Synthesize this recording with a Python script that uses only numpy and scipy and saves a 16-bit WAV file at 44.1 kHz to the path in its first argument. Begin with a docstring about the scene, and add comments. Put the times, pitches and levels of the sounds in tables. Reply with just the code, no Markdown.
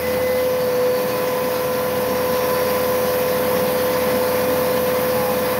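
"""Milling steel plate, heard from a hand-held microphone

A six-tooth cutter at about 5000 rpm whines at its tooth rate and sags briefly as it bites: sines on one turn count.
Chips rasp over the roar of the plate and a mist nozzle hisses: shaped noise that flutters, in patches of random gain.
A pump throbs in the workshop rumble: harmonics of its stroke rate and one rattle repeated at every stroke.
The microphone drifts through the standing waves of the enclosure, so each line swells and fades on its own."""
import sys
import numpy as np
from scipy import signal
from scipy.fft import rfft, irfft, next_fast_len
from scipy.io import wavfile
from scipy.ndimage import uniform_filter1d, map_coordinates

SR = 44100
rng = np.random.default_rng(int(sys.argv[2]) if len(sys.argv) > 2 else 0)


def log_audio(samples):
    """Write samples as a 16-bit WAV file to the path given in sys.argv[1]."""
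    # one column per channel
    frames = np.atleast_2d(samples).T
    # limit to full scale, then quantise
    limited = np.clip(frames, -1, 1)
    pcm = np.round(limited * 32767).astype(np.int16)
    wavfile.write(sys.argv[1], SR, pcm)


N = 246695  # samples


def amp(db):
    """Decibels to gain."""
    return 10 ** (np.asarray(db) / 20)


def unit(x):
    """Scale to rms 1."""
    return x / np.sqrt(np.mean(x ** 2) + 1e-20)


def clock():
    """Time of each sample in seconds."""
    return np.arange(N) / SR


def along(points, hz):
    """Points of (Hz, value) read on a log frequency axis."""
    f, v = np.transpose(points)
    return np.interp(np.log(hz + 1), np.log(f + 1), v)


def curve(rows):
    """Points of (seconds, value) joined into one value per sample."""
    seconds, values = np.transpose(rows)
    return np.interp(clock(), seconds, values)


def wobble(rate):
    """A smooth random curve with rate knots a second."""
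    knots = rng.standard_normal(int(N * rate / SR) + 4)
    return map_coordinates(knots, [clock() * rate])


def bump(centre, half_width):
    """A bell of height 1 in time; both settings in seconds."""
    return np.exp(-((clock() - centre) / half_width) ** 2)


def swell(start, end, edge):
    """A gate from 0 to 1 that opens and closes over edge seconds."""
    t = clock()
    ramp = np.clip(np.minimum(t - start, end - t) / edge, 0, 1)
    return np.sin(np.pi / 2 * ramp)


def filtered(x, response):
    """x through a response given as a function of frequency."""
    m = next_fast_len(N + 8192)  # zero padding keeps the end from wrapping onto the start
    spectrum = rfft(x, m) * response(np.fft.rfftfreq(m, 1 / SR))
    return irfft(spectrum, m)[..., :N]


def coloured(x, spectrum):
    """x shaped by a table of (Hz, dB), at rms 1."""
    return unit(filtered(x, lambda hz: amp(along(spectrum, hz))))


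def rush(spectrum, patchy_db):
    """Turbulent noise of rms 1 whose gain varies in random patches of time and frequency."""
    cells = signal.stft(rng.standard_normal(N), nperseg=512)[2]
    patches = uniform_filter1d(rng.standard_normal(cells.shape), size=5, axis=0)  # 5 frequency bins
    patches = uniform_filter1d(patches, size=14, axis=1)  # 14 time frames
    noise = signal.istft(cells * amp(patchy_db * unit(patches)), nperseg=512)[1][:N]
    return coloured(noise, spectrum)


def tone(cycles):
    """A sine of rms 1 that follows a count of cycles, from a random phase."""
    return np.sqrt(2) * np.sin(2 * np.pi * (cycles + rng.random()))


def lines(turns, table, wander_db, rate):
    """Harmonics of a rotation, each wandering in level among the standing waves."""
    return sum(amp(db + wander_db * wobble(rate)) * tone(k * turns) for k, db in table)


def under_load(load_db, full_cut_db, growth):
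    """Level in dB of a layer that gains growth dB for each dB of cutting load."""
    return full_cut_db + growth * load_db


# Rumble of the workshop floor. Each row: frequency in Hz, relative level in dB per Hz.
RUMBLE_SPECTRUM = [(20, -40), (60, -21), (100, -9), (135, -2.5), (210, 2.5), (275, 1), (335, -5),
                   (480, -2.5), (650, -4.5), (770, -9.5), (840, -2.5), (1000, -12), (1500, -22),
                   (3000, -35)]
# Moments when the rumble surges. Each row: centre in seconds, rise in dB.
RUMBLE_SURGES = [(.6, 0.5), (1.33, 2.5), (2.1, 3), (3.57, 3), (4.1, 4), (4.6, 4)]


def workshop(load_db):
    """Machine and workshop rumble, low noise a little stronger under load, with a few short surges."""
    surge_db = sum(db * bump(s, half_width=0.16) for s, db in RUMBLE_SURGES)
    level_db = under_load(load_db, full_cut_db=-30.5, growth=0.34) + surge_db + 0.56 * wobble(11)
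    return amp(level_db) * rush(RUMBLE_SPECTRUM, patchy_db=1.2)


# The pump comes through more as the microphone backs out of the enclosure.
# Each row: time in seconds, gain in dB on drone and rattle.
PUMP_GAIN = [(0, -5), (1.1, -1.5), (2.6, .5), (5.59, 1.5)]
# Strong tones of the pump. Each row: multiple of the stroke rate, level in dB before the drone's gain.
PUMP_TONES = [(8, -43), (10, -42.5), (11, -39.5), (12, -41), (16, -39.5), (18, -44), (20, -45), (24, -41),
              (26, -39), (27, -48), (28, -45), (29, -40), (31, -43.5), (32, -38), (33, -40), (37, -40.5),
              (38, -43.5), (39, -43), (47, -43.5), (49, -42), (53, -44.5), (55, -39), (57, -46.5)]
# Colour of the rattle at each stroke. Each row: frequency in Hz, relative level in dB.
RATTLE_SPECTRUM = [(100, -28), (200, -5), (600, -4), (900, -0.5), (1100, 3.5), (1400, -7), (1600, -3),
                   (1800, 0.5), (2200, -11.5), (3500, -20), (6000, -45)]
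PUMP_HZ, HUM_HZ = 18.54, 120  # strokes a second, and the hum of the motor


def pump():
    """Every stroke repeats the same rattle over the pump's drone and its motor's mains hum."""
    strokes = PUMP_HZ * clock() + 0.002 * wobble(2.006)  # the stroke count is slightly unsteady
    one_stroke = rng.standard_normal(round(SR / PUMP_HZ))
    position = (strokes % 1 * len(one_stroke)).astype(int)
    rattle = coloured(one_stroke[position], RATTLE_SPECTRUM)
    drone = lines(strokes, PUMP_TONES, wander_db=1.5, rate=1.31)
    hum = amp(-44.0) * tone(HUM_HZ * clock())
    return amp(curve(PUMP_GAIN)) * (amp(-1.2) * drone + amp(-34.5) * rattle) + hum


# Hiss of the mist nozzle. Each row: time in seconds, level in dB before a fixed trim.
HISS_LEVEL = [(0.0, -35), (0.73, -37.5), (0.87, -38), (1.03, -35), (2.24, -34.5), (2.46, -32.5),
              (5.59, -32)]
# Colour of the air jet. Each row: frequency in Hz, relative level in dB per Hz.
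HISS_SPECTRUM = [(3000, -47), (7000, -11), (9000, -9.5), (10100, -4), (11100, -5), (12200, 1),
                 (15500, -1.5)]


def mist():
    """The air jet hisses: bright turbulent noise with a slight flutter."""
    trim_db = 0.96
    flutter_db = 0.33 * wobble(45) + 0.33 * wobble(14)
    return amp(curve(HISS_LEVEL) + trim_db + flutter_db) * rush(HISS_SPECTRUM, patchy_db=1.0)


# Spindle tones that sing out for a while.
# Each row: start in seconds, end in seconds, multiple of the turning rate, level in dB.
SINGING_TONES = [(0, .46, 24, -38.5), (.55, 1.2, 54, -49), (0.881, 1.753, 30, -46.5), (2.05, 2.8, 66, -46),
                 (3.15, 4.45, 24, -46), (4.2, 5.7, 18, -48.5), (4.1, 5.7, 29, -48)]


def singing(turns):
    """High spindle tones flicker up; uneven chips shake the cutter's angle, roughening the higher ones more."""
    out = 0
    for start, end, multiple, db in SINGING_TONES:
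        shaken = turns + 0.004 * wobble(150)  # shake in turns
        level = amp(db + 3 * wobble(30)) * swell(start, end, edge=0.083)
        out = out + level * tone(multiple * shaken)
    return out


# Short gliding squeals.
# Each row: start in seconds, end in seconds, first pitch in Hz, last pitch in Hz, level in dB.
GLIDING_SQUEALS = [(0.27, .42, 806, 844, -38), (1.483, 1.92, 1336, 1403, -42.5),
                   (5.131, 5.36, 855, 805, -29.5)]


def squeals():
    """Short squeals glide by, each a sine of slightly unsteady pitch."""
    out = 0
    for start, end, start_hz, end_hz, db in GLIDING_SQUEALS:
        glide_hz = np.interp(clock(), [start, end], [start_hz, end_hz])
        pitch_hz = glide_hz * (1 + 0.0039 * wobble(40))
        out = out + amp(db) * swell(start, end, edge=0.085) * tone(np.cumsum(pitch_hz) / SR)
    return out


TEETH = 6  # on the cutter
# Roar of the plate under the cut. 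Each row: frequency in Hz, relative level in dB per Hz.
ROAR_SPECTRUM = [(300, -23), (600, -2), (850, 4), (1100, 4.5), (1250, 0), (1420, 3.5), (1580, -1.5),
                 (1800, 2), (2100, 1), (2450, -4.5), (2800, -10.5), (5000, -34)]
# Rasp of the chips. Each row: frequency in Hz, relative level in dB per Hz.
RASP_SPECTRUM = [(1200, -13), (2500, 2.5), (3000, 2), (3600, 1), (4600, 2.5), (5400, 1.5), (6100, -1),
                 (8000, -7.5), (12000, -22)]


def chips(turns, load_db):
    """The plate roars, a little louder at every tooth; chips add a bright rasp; both flutter together."""
    bite = 1 + 0.23 * np.cos(2 * np.pi * TEETH * turns)
    uneven_db = 0.73 * wobble(70)
    roar_db = under_load(load_db, full_cut_db=-32, growth=1.0) + 0.75 * wobble(18)
    roar = amp(roar_db) * bite * rush(ROAR_SPECTRUM, patchy_db=1.3)
    rasp_db = under_load(load_db, full_cut_db=-34.5, growth=0.82) + 0.53 * wobble(40)
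    rasp = amp(rasp_db) * rush(RASP_SPECTRUM, patchy_db=1.6)
    return amp(uneven_db) * (roar + rasp)


# Standing waves of the enclosure as the microphone crosses them.
# Each row: centre in seconds, half width in seconds, multiple of the turning rate, change in dB.
STANDING_WAVES = [(.1, 0.28, 1, 3.5), (1.13, 0.69, 1, -7), (.1, 0.25, 5, -9), (5.66, 1.0, 5, -15),
                  (0.11, 0.18, 12, -19), (1.3, 0.62, 12, 5), (2.48, 0.44, 12, 7.5)]


def standing_db(order):
    """What the standing waves add, in dB, to one multiple of the turning rate."""
    return sum(db * bump(s, half_width) for s, half_width, k, db in STANDING_WAVES if round(k) == order)


# Whine at the tooth rate. Each row: time in seconds, level in dB before a fixed trim.
WHINE_LEVEL = [(0.0, -25.5), (0.08, -22), (0.26, -20), (0.72, -20.5), (0.87, -17), (1.01, -22.5),
               (1.87, -23), (2.9, -21), (5.2, -21), (5.59, -23.5)]
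# Weaker spindle tones. Each row: multiple of the turning rate, level in dB before the load's gain.
WEAK_ORDERS = [(2, -51.5), (3, -43), (4, -47), (7, -49), (8, -48), (11, -47.5), (17, -54.5), (18, -48),
               (21, -47.5), (22, -54), (24, -48), (25, -58), (27, -60), (29, -51), (30, -49.5), (31, -64),
               (34, -57.5), (35, -56), (36, -58), (41, -54.5), (42, -59), (54, -53.5), (66, -63)]


def cutter(turns, load_db):
    """Tooth strikes give the whine, runout a tone one order below; octave and weak orders grow with load."""
    def heard(db, order):
        """One spindle tone as the standing waves let it through."""
        return amp(db + standing_db(order)) * tone(order * turns)

    trim_db = 0.87
    whine = heard(curve(WHINE_LEVEL) + trim_db + 0.26 * wobble(12), order=TEETH)
    octave_db = under_load(load_db, full_cut_db=-36.5, growth=0.89) + 1.54 * wobble(16)
    octave = heard(octave_db, order=2 * TEETH)
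    runout = heard(under_load(load_db, full_cut_db=-36, growth=1), order=TEETH - 1)
    unbalance = heard(-41.5, order=1)
    orders_gain = amp(under_load(load_db, full_cut_db=0.66, growth=0.38))
    orders = orders_gain * lines(turns, WEAK_ORDERS, wander_db=0.5, rate=2.15)
    return whine + octave + runout + unbalance + orders


# Spindle speed, racing slightly and then sagging as the cutter bites.
# Each row: time in seconds, speed in turns a second.
SPINDLE_SPEED = [(0, 83.6), (0.2, 84.4), (0.55, 84.42), (0.73, 83.22), (1.03, 83.9), (5.59, 84.1)]
# Cutting load as the cutter enters the plate. Each row: time in seconds, load in dB relative to the full cut.
CUTTING_LOAD = [(0, -3), (0.8, -4), (1.15, -1.5), (1.9, -3), (2.5, 0), (3.1, 0), (5.59, -1.1)]


def scene():
    """Spindle speed and load drive the cut and rumble; pump, mist and squeals run beside them, at one point."""
    turns = np.cumsum(curve(SPINDLE_SPEED)) / SR
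    load_db = curve(CUTTING_LOAD)
    background = workshop(load_db) + pump() + mist()
    milling = singing(turns) + squeals() + chips(turns, load_db) + cutter(turns, load_db)
    mono = background + milling
    return np.array([mono, mono])


# Response of the microphone port, with a deep notch. Each row: frequency in Hz, gain in dB.
PORT_RESPONSE = [(6200, -0.5), (7000, -4.5), (7900, -11), (8100, -2.5), (9500, 2)]
TOP_HZ = 15720  # band limit


def record(dry):
    """The microphone port colours the sound; nothing passes above the band limit."""
    return filtered(dry, lambda hz: amp(along(PORT_RESPONSE, hz)) * (hz < TOP_HZ))


dry = scene()
out = record(dry)
log_audio(out)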